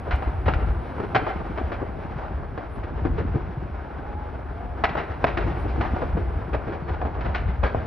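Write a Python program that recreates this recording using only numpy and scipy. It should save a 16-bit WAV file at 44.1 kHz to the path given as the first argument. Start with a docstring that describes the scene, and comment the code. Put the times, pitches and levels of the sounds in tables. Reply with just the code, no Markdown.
"""A large building on fire

A building burns some way off, heard outdoors. Billowing fire rumbles, flames roar, sizzle and pop,
and flaring gas gives deep thumps. Bursting things crack and bang, the buildings around throw the
bangs back, some loudly, and the roar briefly swells. A thin hiss, ticks and far whines sound faintly."""
import sys
import numpy as np
from scipy import signal
from scipy.fft import rfft, irfft, next_fast_len
from scipy.io import wavfile
from scipy.ndimage import uniform_filter1d

SR = 44100
rng = np.random.default_rng(int(sys.argv[2]) if len(sys.argv) > 2 else 0)


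def unload_audio(sound):
    """Save the sound as a 16-bit wav file, at the path given as the first command line argument."""
    columns = np.transpose(np.atleast_2d(sound))
    # keep every value between -1 and 1, then stretch to whole-number steps
    steps = np.round(np.clip(columns, -1, 1) * 32767)
    wavfile.write(sys.argv[1], SR, steps.astype(np.int16))


N = 346626
TIME = np.arange(N) / SR

# how strongly the blaze rumbles: (time [s], level [dB])
BLAZE = [(0.0, -35.5), (0.65, -28), (0.98, -35.5), (2.69, -38.5), (3.17, -29.5), (3.55, -38), (4.71, -37.5),
         (5.17, -34.5), (5.34, -32), (6.15, -29), (6.83, -35), (7.46, -29.5), (7.86, -30.5)]


def from_db(db):
    """Turn decibels into a number to multiply a sound by."""
    return 10 ** (np.asarray(db) / 20)


def unit_power(x):
    """Scale a sound to an average power of 1."""
    return x / np.sqrt(np.mean(x ** 2) + 1e-20)


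def in_time(points):
    """Join (time, value) points with straight lines."""
    return np.interp(TIME, *np.transpose(points))


def at_hz(points, hz):
    """Read between (frequency, value) points, with octaves evenly spaced."""
    known_hz, values = np.transpose(points)
    return np.interp(np.log(hz + 1), np.log(known_hz), values)


def frequencies(size):
    """The frequencies in the spectrum of `size` samples."""
    return np.arange(size // 2 + 1) * SR / size


def drift(rate_hz):
    """A smooth random wobble, about 1 in size; a higher rate wobbles faster."""
    step, warm_up = 40, 2000
    pole = np.exp(-2 * np.pi * step * rate_hz / SR)
    slow = signal.lfilter([1], [1, -2 * pole, pole * pole], rng.standard_normal(N // step + warm_up + 2))
    slow = unit_power(slow[warm_up:])
    return np.interp(np.arange(N) / step, np.arange(len(slow)), slow)


def colour(x, gain_db, size):
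    """Turn frequencies up or down so that nothing sounds before its cause (minimum phase)."""
    cepstrum = irfft(np.log(from_db(gain_db)), size)
    cepstrum[1:size // 2] *= 2
    cepstrum[size // 2 + 1:] = 0
    return irfft(rfft(x, size) * np.exp(rfft(cepstrum)), size)


def evened(x, band_bins=48):
    """Give a short noise equal power in every broad band; its fine grain stays."""
    power = uniform_filter1d(np.mean(np.abs(rfft(x)) ** 2, axis=0), band_bins)
    return colour(x, 10 * np.log10(power.mean() / power), x.shape[-1])


def spread(pair, spectrum):
    """Turn two unrelated signals into one stereo sound with the given spectrum."""
    # how alike left and right are: (frequency [Hz], likeness [0-1])
    likeness = [(50, .95), (130, .83), (260, .85), (500, .8), (1000, .76), (2000, .9), (4000, .94),
                (10000, .3)]
    size = next_fast_len(N, True)
    hz = frequencies(size)
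    alike = at_hz(likeness, hz)
    mid, side = rfft(pair, size) * from_db(at_hz(spectrum, hz))
    stereo = np.sqrt(1 + alike) * mid + np.sqrt(1 - alike) * side * [[1], [-1]]
    return unit_power(irfft(stereo, size)[:, :N])


def noise(spectrum):
    """Steady stereo noise."""
    return spread(rng.standard_normal((2, N)), spectrum)


def add(track, start_s, sound):
    """Mix a sound into a track."""
    start = max(round(start_s * SR), 0)
    track[..., start:start + sound.shape[-1]] += sound[..., :N - start]


def rumble(level_db=2.5, gust_db=2.0):
    """The column of fire billows: deep noise that swells with the blaze and shakes in gusts."""
    # the rumble's tone: (frequency [Hz], level [dB])
    rumble_spectrum = [(20, -43.5), (30, -27.5), (42, -2.5), (60, 3), (80, -1), (110, -11), (160, -13),
                       (300, -34), (700, -96)]
    return from_db(in_time(BLAZE) + level_db + gust_db * drift(4.4)) * noise(rumble_spectrum)


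def pops(spectrum, per_s, range_db, decay_s):
    """Many small bursts of random size, each smeared on its way to us."""
    starts = rng.random(N) < per_s / SR
    power = starts * from_db(range_db * rng.random(N)) ** 2
    envelope = np.sqrt(signal.lfilter([1], [1, -np.exp(-2 / (decay_s * SR))], power + 1e-12))
    return spread(envelope * rng.standard_normal((2, N)), spectrum)


def flames(rumble_nudge=0.085, sizzle_follows=1.6):
    """Swirling flames roar, sizzle and pop; dull thuds deep inside rise and fall with the roar."""
    # how strongly the flames roar: (time [s], level [dB])
    roar_levels = [(0.0, -36.5), (1.62, -35.5), (2.55, -38.5), (3.11, -37.5), (4.7, -38.5), (5.45, -33.5),
                   (6.04, -34.5), (6.35, -37.5), (7.66, -37), (7.86, -34.5)]
    # the tone of the roar, thuds and sizzle: (frequency [Hz], level [dB])
    roar_spectrum = [(60, -2.5), (140, -13.5), (220, 0), (380, -0.5), (540, -3.5), (780, 0), (1150, -7),
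                     (1550, -8.5), (2100, -22), (3500, -40.5), (7000, -76.5)]
    thud_spectrum = [(50, -27), (100, 9), (260, -1), (420, -4), (3000, -93)]
    sizzle_spectrum = [(700, -20), (1500, -9.5), (2100, 5), (3000, -4.5), (4000, -11.5), (5100, -16),
                       (6200, -24.5), (7200, -45.5)]
    roar_db, rumble_db = in_time(roar_levels), in_time(BLAZE)
    thud_db = -4 + rumble_nudge * (rumble_db - rumble_db.mean())
    sizzle_db = -54 + sizzle_follows * (roar_db - roar_db.mean())
    flutter_db = 1.33 * drift(13.4)
    roar = from_db(-1) * noise(roar_spectrum)
    roar += from_db(-7.5) * pops(roar_spectrum, per_s=56, range_db=11.5, decay_s=0.013)
    thuds = from_db(thud_db) * pops(thud_spectrum, per_s=22, range_db=16, decay_s=0.016)
    sizzle = from_db(-2.5) * noise(sizzle_spectrum)
    sizzle += from_db(-8.5) * pops(sizzle_spectrum, per_s=34, range_db=8, decay_s=0.034)
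    return from_db(roar_db + flutter_db) * (roar + thuds) + from_db(sizzle_db + flutter_db) * sizzle


def hiss(swell_s=0.039, level_db=2.5):
    """A thin, high hiss that swells now and then."""
    # its slow rise and fall, and its brief swells: (time [s], level [dB])
    hiss_levels = [(0.0, -80), (0.68, -77.5), (3.13, -87.5), (6.24, -79.5), (6.98, -87.5), (7.86, -83.5)]
    swell_peaks = [(2.75, -75), (5.61, -73)]
    # its tone: (frequency [Hz], level [dB])
    hiss_spectrum = [(6500, -61), (8500, -7.5), (10000, -7), (11800, -11), (13500, -31), (16000, -37)]
    swells = sum(from_db(db) * np.exp(-((TIME - peak_s) / swell_s) ** 2) for peak_s, db in swell_peaks)
    return (from_db(in_time(hiss_levels) + level_db) + swells) * noise(hiss_spectrum)


def bangs(level_db=27, crack_db=-8, shock_s=0.00083, ring_width_hz=68, size=6144):
    """A bang is a shock and a short tearing noise, then a crackling scatter off the wreckage."""
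    # bangs, their loud echoes off the buildings (1.266, 4.97, 5.372 s) and a brief, soft swell of
    # the roar (2.19 s): (time [s], strength [dB], hollow ring [Hz], upper ring [Hz], bass [dB],
    # rise [s], scatter decay [s], dulling [dB; below 0 is sharper])
    events = [(.069, -19, 560, 1180, -3.5, 0.002, 0.022, 22.5),
              (.109, -17.5, 700, 1460, -14, 0.0016, 0.032, -2.5),
              (.223, -19.5, 790, 1370, -9, 0.0015, 0.017, 9),
              (.456, -16.5, 775, 1390, -2.5, 0.0079, 0.044, 0.5),
              (.481, -12.5, 746, 1330, 1.5, 0.0025, 0.0095, 6),
              (.537, -24, 1390, 2450, -7, 0.00079, 0.0072, -4),
              (1.001, -23.5, 422, 1260, -3.5, 0.0015, 0.0044, 9.5),
              (1.03, -22.5, 302, 1520, 6, 0.0096, 0.014, 8),
              (1.148, -11.5, 770, 1540, 0.5, 0.0023, 0.017, -3),
              (1.162, -13, 770, 1520, -3, 0.0012, 0.0093, 2.5),
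              (1.266, -17, 820, 1194, -1, 0.0035, 0.012, 8.5),
              (1.576, -18, 666, 1110, -2, 0.0023, 0.019, 5.5),
              (1.718, -19.5, 570, 1680, 0, 0.0021, .028, 3),
              (1.818, -19.5, 427, 1190, 2, 0.0028, 0.0092, 30),
              (2.19, -18, 830, 1380, -10.5, 0.021, 0.23, 12.5),
              (2.577, -22.5, 480, 1620, 1, 0.0012, 0.012, 7),
              (2.832, -27, 510, 1275, 4.5, 0.0029, 0.017, 2),
              (3.051, -18, 258, 1690, 7, 0.0019, 0.019, 10.5), (3.177, -20, 446, 1415, 6, 0.0064, .03, 4),
              (3.346, -27.5, 285, 1470, 15.5, 0.0097, 0.014, 7),
              (4.838, -9.5, 770, 1930, -10.5, 0.0023, 0.014, -1.5),
              (4.891, -29, 780, 2600, -2.5, .002, 0.0071, -7),
              (4.952, -16, 870, 2000, -9.5, 0.0028, 0.0058, 15),
              (4.97, -14, 810, 1950, 0, .002, 0.039, 3.5), (5.242, -11.5, 665, 2480, -6, 0.0017, 0.004, 4),
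              (5.267, -20, 397, 1350, 2, 0.0018, 0.03, -4.5),
              (5.372, -21, 350, 1890, 5.5, 0.0043, 0.0083, -4.5),
              (5.405, -21.5, 380, 1360, -7, 0.0037, 0.027, 1),
              (5.469, -23.5, 338, 1450, 5, 0.0069, 0.017, 5.5),
              (5.651, -26, 297, 1390, 9.5, 0.0033, 0.0051, 29),
              (5.775, -26, 290, 1280, 16, 0.01, 0.012, 29.5),
              (5.809, -13.5, 864, 2060, -6.5, 0.0021, 0.034, 3.5),
              (5.848, -20, 745, 1250, -3.5, 0.0065, 0.026, 5.5),
              (5.963, -17.5, 730, 1450, -3, 0.0015, 0.018, 14),
              (6.018, -15.5, 520, 990, -1.5, 0.003, 0.026, 14),
              (6.17, -19, 324, 1510, 6.5, 0.0024, 0.019, 12.5),
              (6.531, -22, 383, 1220, 3, 0.0022, 0.018, 0.5), (6.544, -15, 647, 1820, 0, 0.0035, 0.011, 12),
              (6.673, -21, 363, 2130, 4, .005, 0.042, 10), (6.72, -22, 460, 1650, 0.5, 0.005, 0.022, 5),
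              (6.877, -19, 426, 1500, -1, 0.01, 0.03, 7), (6.935, -23, 815, 1400, -7, .003, 0.018, 7),
              (7.015, -16.5, 715, 1720, -3.5, 0.0012, 0.018, 13.5),
              (7.051, -18, 830, 1640, 2, .0018, 0.024, 12),
              (7.205, -26.5, 696, 1490, -6, 0.0059, 0.023, -3),
              (7.244, -17, 672, 1400, 0, 0.01, 0.046, 5.5),
              (7.343, -17.5, 773, 1470, -7, 0.011, 0.021, -4.5),
              (7.631, -9, 472, 1615, -11, 0.0065, 0.031, 6),
              (7.747, -17, 627, 1400, -1.5, 0.00083, 0.0055, 32.5)]
    # a bang's higher notes: (pitch [x upper ring], boost [x hollow ring's boost])
    upper_notes = [(.68, .25), (1, .7), (1.43, .5), (2.03, .6), (2.8, .6)]
    # the tone all bangs share: (frequency [Hz], level [dB])
    bang_spectrum = [(30, -23.5), (100, 11.5), (200, -1), (350, 7.5), (520, 2), (740, 4), (1100, 1),
                     (1600, 3), (2300, 3), (3200, -6.5), (5000, -18), (6300, -31.5), (7500, -58.5),
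                     (14000, -62)]
    out, t, hz = np.zeros((2, N)), TIME[:size], frequencies(size)
    crackle = unit_power(noise([(20, 0)]) * from_db(2.5 * drift(rate_hz=330)))
    fade = signal.windows.tukey(2 * size, .5)[size:]
    for k, (start_s, strength_db, ring_hz, upper_hz, bass_db, rise_s, decay_s, dull_db) in enumerate(events):
        above_mean_db = strength_db - np.mean(events, axis=0)[1]
        # strong, short bangs hit harder at the front
        front_db = -5 + 0.17 * above_mean_db - 3.5 * np.log2(decay_s / 0.013)
        scatter = np.exp(-t / decay_s) * (1 - np.exp(-t / rise_s))
        scatter /= np.linalg.norm(scatter)
        tear = t * np.exp(-t / rise_s)
        envelope = np.hypot(scatter, from_db(front_db) * tear / np.linalg.norm(tear))
        # the shock pushes, then briefly sucks back; distance rounds its edge
        shock = (t == 0) - np.exp(-t / shock_s) / (shock_s * SR)
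        shock = signal.sosfilt(signal.butter(1, 1300, fs=SR, output="sos"), shock)
        shock *= from_db(front_db - 0.5 - 4.5 * np.log2(rise_s / 0.0021))  # a slow rise weakens it
        grains = evened(fade * envelope * crackle[:, k * size:(k + 1) * size])
        sound = unit_power(grains) * np.linalg.norm(envelope) / np.sqrt(size) + shock
        tone = [(340, bass_db), (650, 0.0012), (1250, -0.45 * dull_db), (2200, crack_db - dull_db)]
        tone_db = at_hz(tone, hz) + at_hz(bang_spectrum, hz)
        # a hollow thing rings briefly, and more so the stronger the bang
        notes = [(ring_hz, 1)] + [(multiple * upper_hz, boost) for multiple, boost in upper_notes]
        rings = sum(boost / (1 + ((hz - note_hz) / ring_width_hz) ** 2) for note_hz, boost in notes)
        hollow_db = (7.2 + 0.33 * above_mean_db) * rings
        add(out, start_s, colour(sound, level_db + strength_db + tone_db + hollow_db, size))
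    return out


def echoes(x, tail_s=0.79, tail_db=-8, echo_s=0.13, smear_s=0.017, echo_db=-14.5, band_hz=(170, 3800)):
    """Walls and trees send back a fading tail; a row of house fronts adds one smeared echo."""
    t = TIME[:SR]
    mid, side = rng.standard_normal((2, SR))
    tail = from_db(-60 * t / tail_s) * (1 - np.exp(-t / 0.00057))
    echo = (t > echo_s) * np.exp(-np.abs(t - echo_s) / smear_s)
    shape = from_db(tail_db) * tail / np.linalg.norm(tail)
    shape += from_db(echo_db) * echo / np.linalg.norm(echo)
    response = shape * (mid + 0.18 * side * np.array([[1], [-1]]))
    response = signal.sosfilt(signal.butter(1, band_hz, "band", fs=SR, output="sos"), response)
    return signal.fftconvolve(x, response, axes=1)[:, :N]


def thumps(rise_cycles=0.64, level_db=-3):
    """Flaring gas swings the air pressure up and down for a few slow cycles."""
    # gas flaring up: (time [s], level [dB], pitch [Hz])
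    flares = [(0.132, -10, 67), (0.264, -16, 61.8), (0.273, -23, 294), (0.385, -20.5, 60.4),
              (0.462, -14, 81), (0.558, -11, 59.7), (0.691, -12.5, 59.3), (0.764, -17.5, 63.6),
              (1.612, -17.5, 290), (1.633, -16, 67), (2.159, -19, 135.4), (3.017, -15.5, 87),
              (3.098, -19.5, 260), (3.199, -20.5, 94.5), (3.249, -18.5, 250), (3.314, -19.5, 67),
              (3.355, -15.5, 137), (3.491, -22, 166), (3.572, -18, 130.7), (4.721, -19.5, 64.3),
              (5.097, -18.5, 78), (5.247, -20.5, 129.5), (5.437, -18.5, 86.6), (5.477, -17, 58.7),
              (5.791, -16.5, 76.5), (5.925, -17.5, 68.7), (5.935, -16.5, 247), (6.131, -14, 69.4),
              (6.15, -14.5, 173), (6.214, -16, 69), (6.363, -15.5, 69), (6.821, -19, 146.7),
              (6.907, -16, 75.3), (7.033, -16.5, 66.8), (7.287, -14.5, 88.3), (7.455, -16.5, 73.7),
              (7.586, -14, 66), (7.634, -11, 63.4), (7.776, -16, 64)]
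    out, t = np.zeros(N), TIME[:SR // 4]
    for (start_s, db, pitch_hz), phase in zip(flares, rng.random(len(flares))):
        swing = np.sin(2 * np.pi * (pitch_hz * t + phase))
        age = pitch_hz * t / rise_cycles
        add(out, start_s, from_db(db + level_db) * swing * age * np.exp(1 - age))
    return out


def ticks(decay_s=0.001, level_db=-7):
    """Tiny dry clicks close by, each a flick of noise."""
    # the clicks: (time [s], level [dB])
    clicks = [(0.1618, -42), (0.2365, -47), (1.297, -45), (4.953, -47)]
    out, t = np.zeros(N), TIME[:SR // 50]
    for (start_s, db), grit in zip(clicks, rng.standard_normal((len(clicks), len(t)))):
        add(out, start_s, from_db(db + level_db) * grit * np.exp(-t / decay_s))
    return out


def whines(slide_s=0.0642, wobble=0.0085):
    """Thin, far tones swell, slide towards their pitch and fade, unsteady in the moving air."""
    # (time [s], length [s], pitch [Hz], level [dB], low start [share of pitch; below 0 starts high])
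    whistles = [(2.717, 0.062, 10400, -75, -0.015), (4.0, 0.34, 844, -41, 0.11),
                (4.481, 0.29, 710, -43, 0.16), (6.81, 0.09, 4080, -71, -0.16)]
    out = np.zeros(N)
    for start_s, length_s, pitch_hz, db, low_start in whistles:
        t = TIME[:int(length_s * SR)]
        hz = pitch_hz * (1 - low_start * np.exp(-t / slide_s) + wobble * drift(40)[:len(t)])
        tone = np.sqrt(2) * np.sin(2 * np.pi * np.cumsum(hz) / SR)
        add(out, start_s, from_db(db) * np.sin(np.pi * t / length_s) * tone)
    return out


def scene():
    """Mix the fire, its bangs, their echoes and the far whines."""
    banging = bangs()
    fire = rumble() + thumps() + flames() + hiss() + ticks()
    return fire + banging + echoes(banging) + whines()


def record(dry, cutoff_hz=15500):
    """The microphone's two openings differ in timing and level; the highest treble is cut."""
    # how far the left is ahead: (frequency [Hz], phase [radians])
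    left_lead = [(130, 0), (260, -.35), (500, -.62), (1030, -1.15), (1400, -.45), (2000, 0), (2600, .4),
                 (5000, .65), (9000, -.75)]
    # how much louder the left is: (frequency [Hz], level [dB])
    left_boost = [(60, .8), (130, 1), (270, 3.2), (550, 2.4), (1100, -.5), (2000, 1.4), (3500, 0)]
    size = next_fast_len(N + SR // 8, True)
    hz = frequencies(size)
    left_gain = np.sqrt(from_db(at_hz(left_boost, hz))) * np.exp(.5j * at_hz(left_lead, hz))
    heard = irfft(rfft(dry, size) * np.array([left_gain, 1 / left_gain]), size)[:, :N]
    return signal.sosfilt(signal.ellip(10, .1, 70, cutoff_hz, fs=SR, output="sos"), heard)


dry = scene()
out = record(dry)
unload_audio(out)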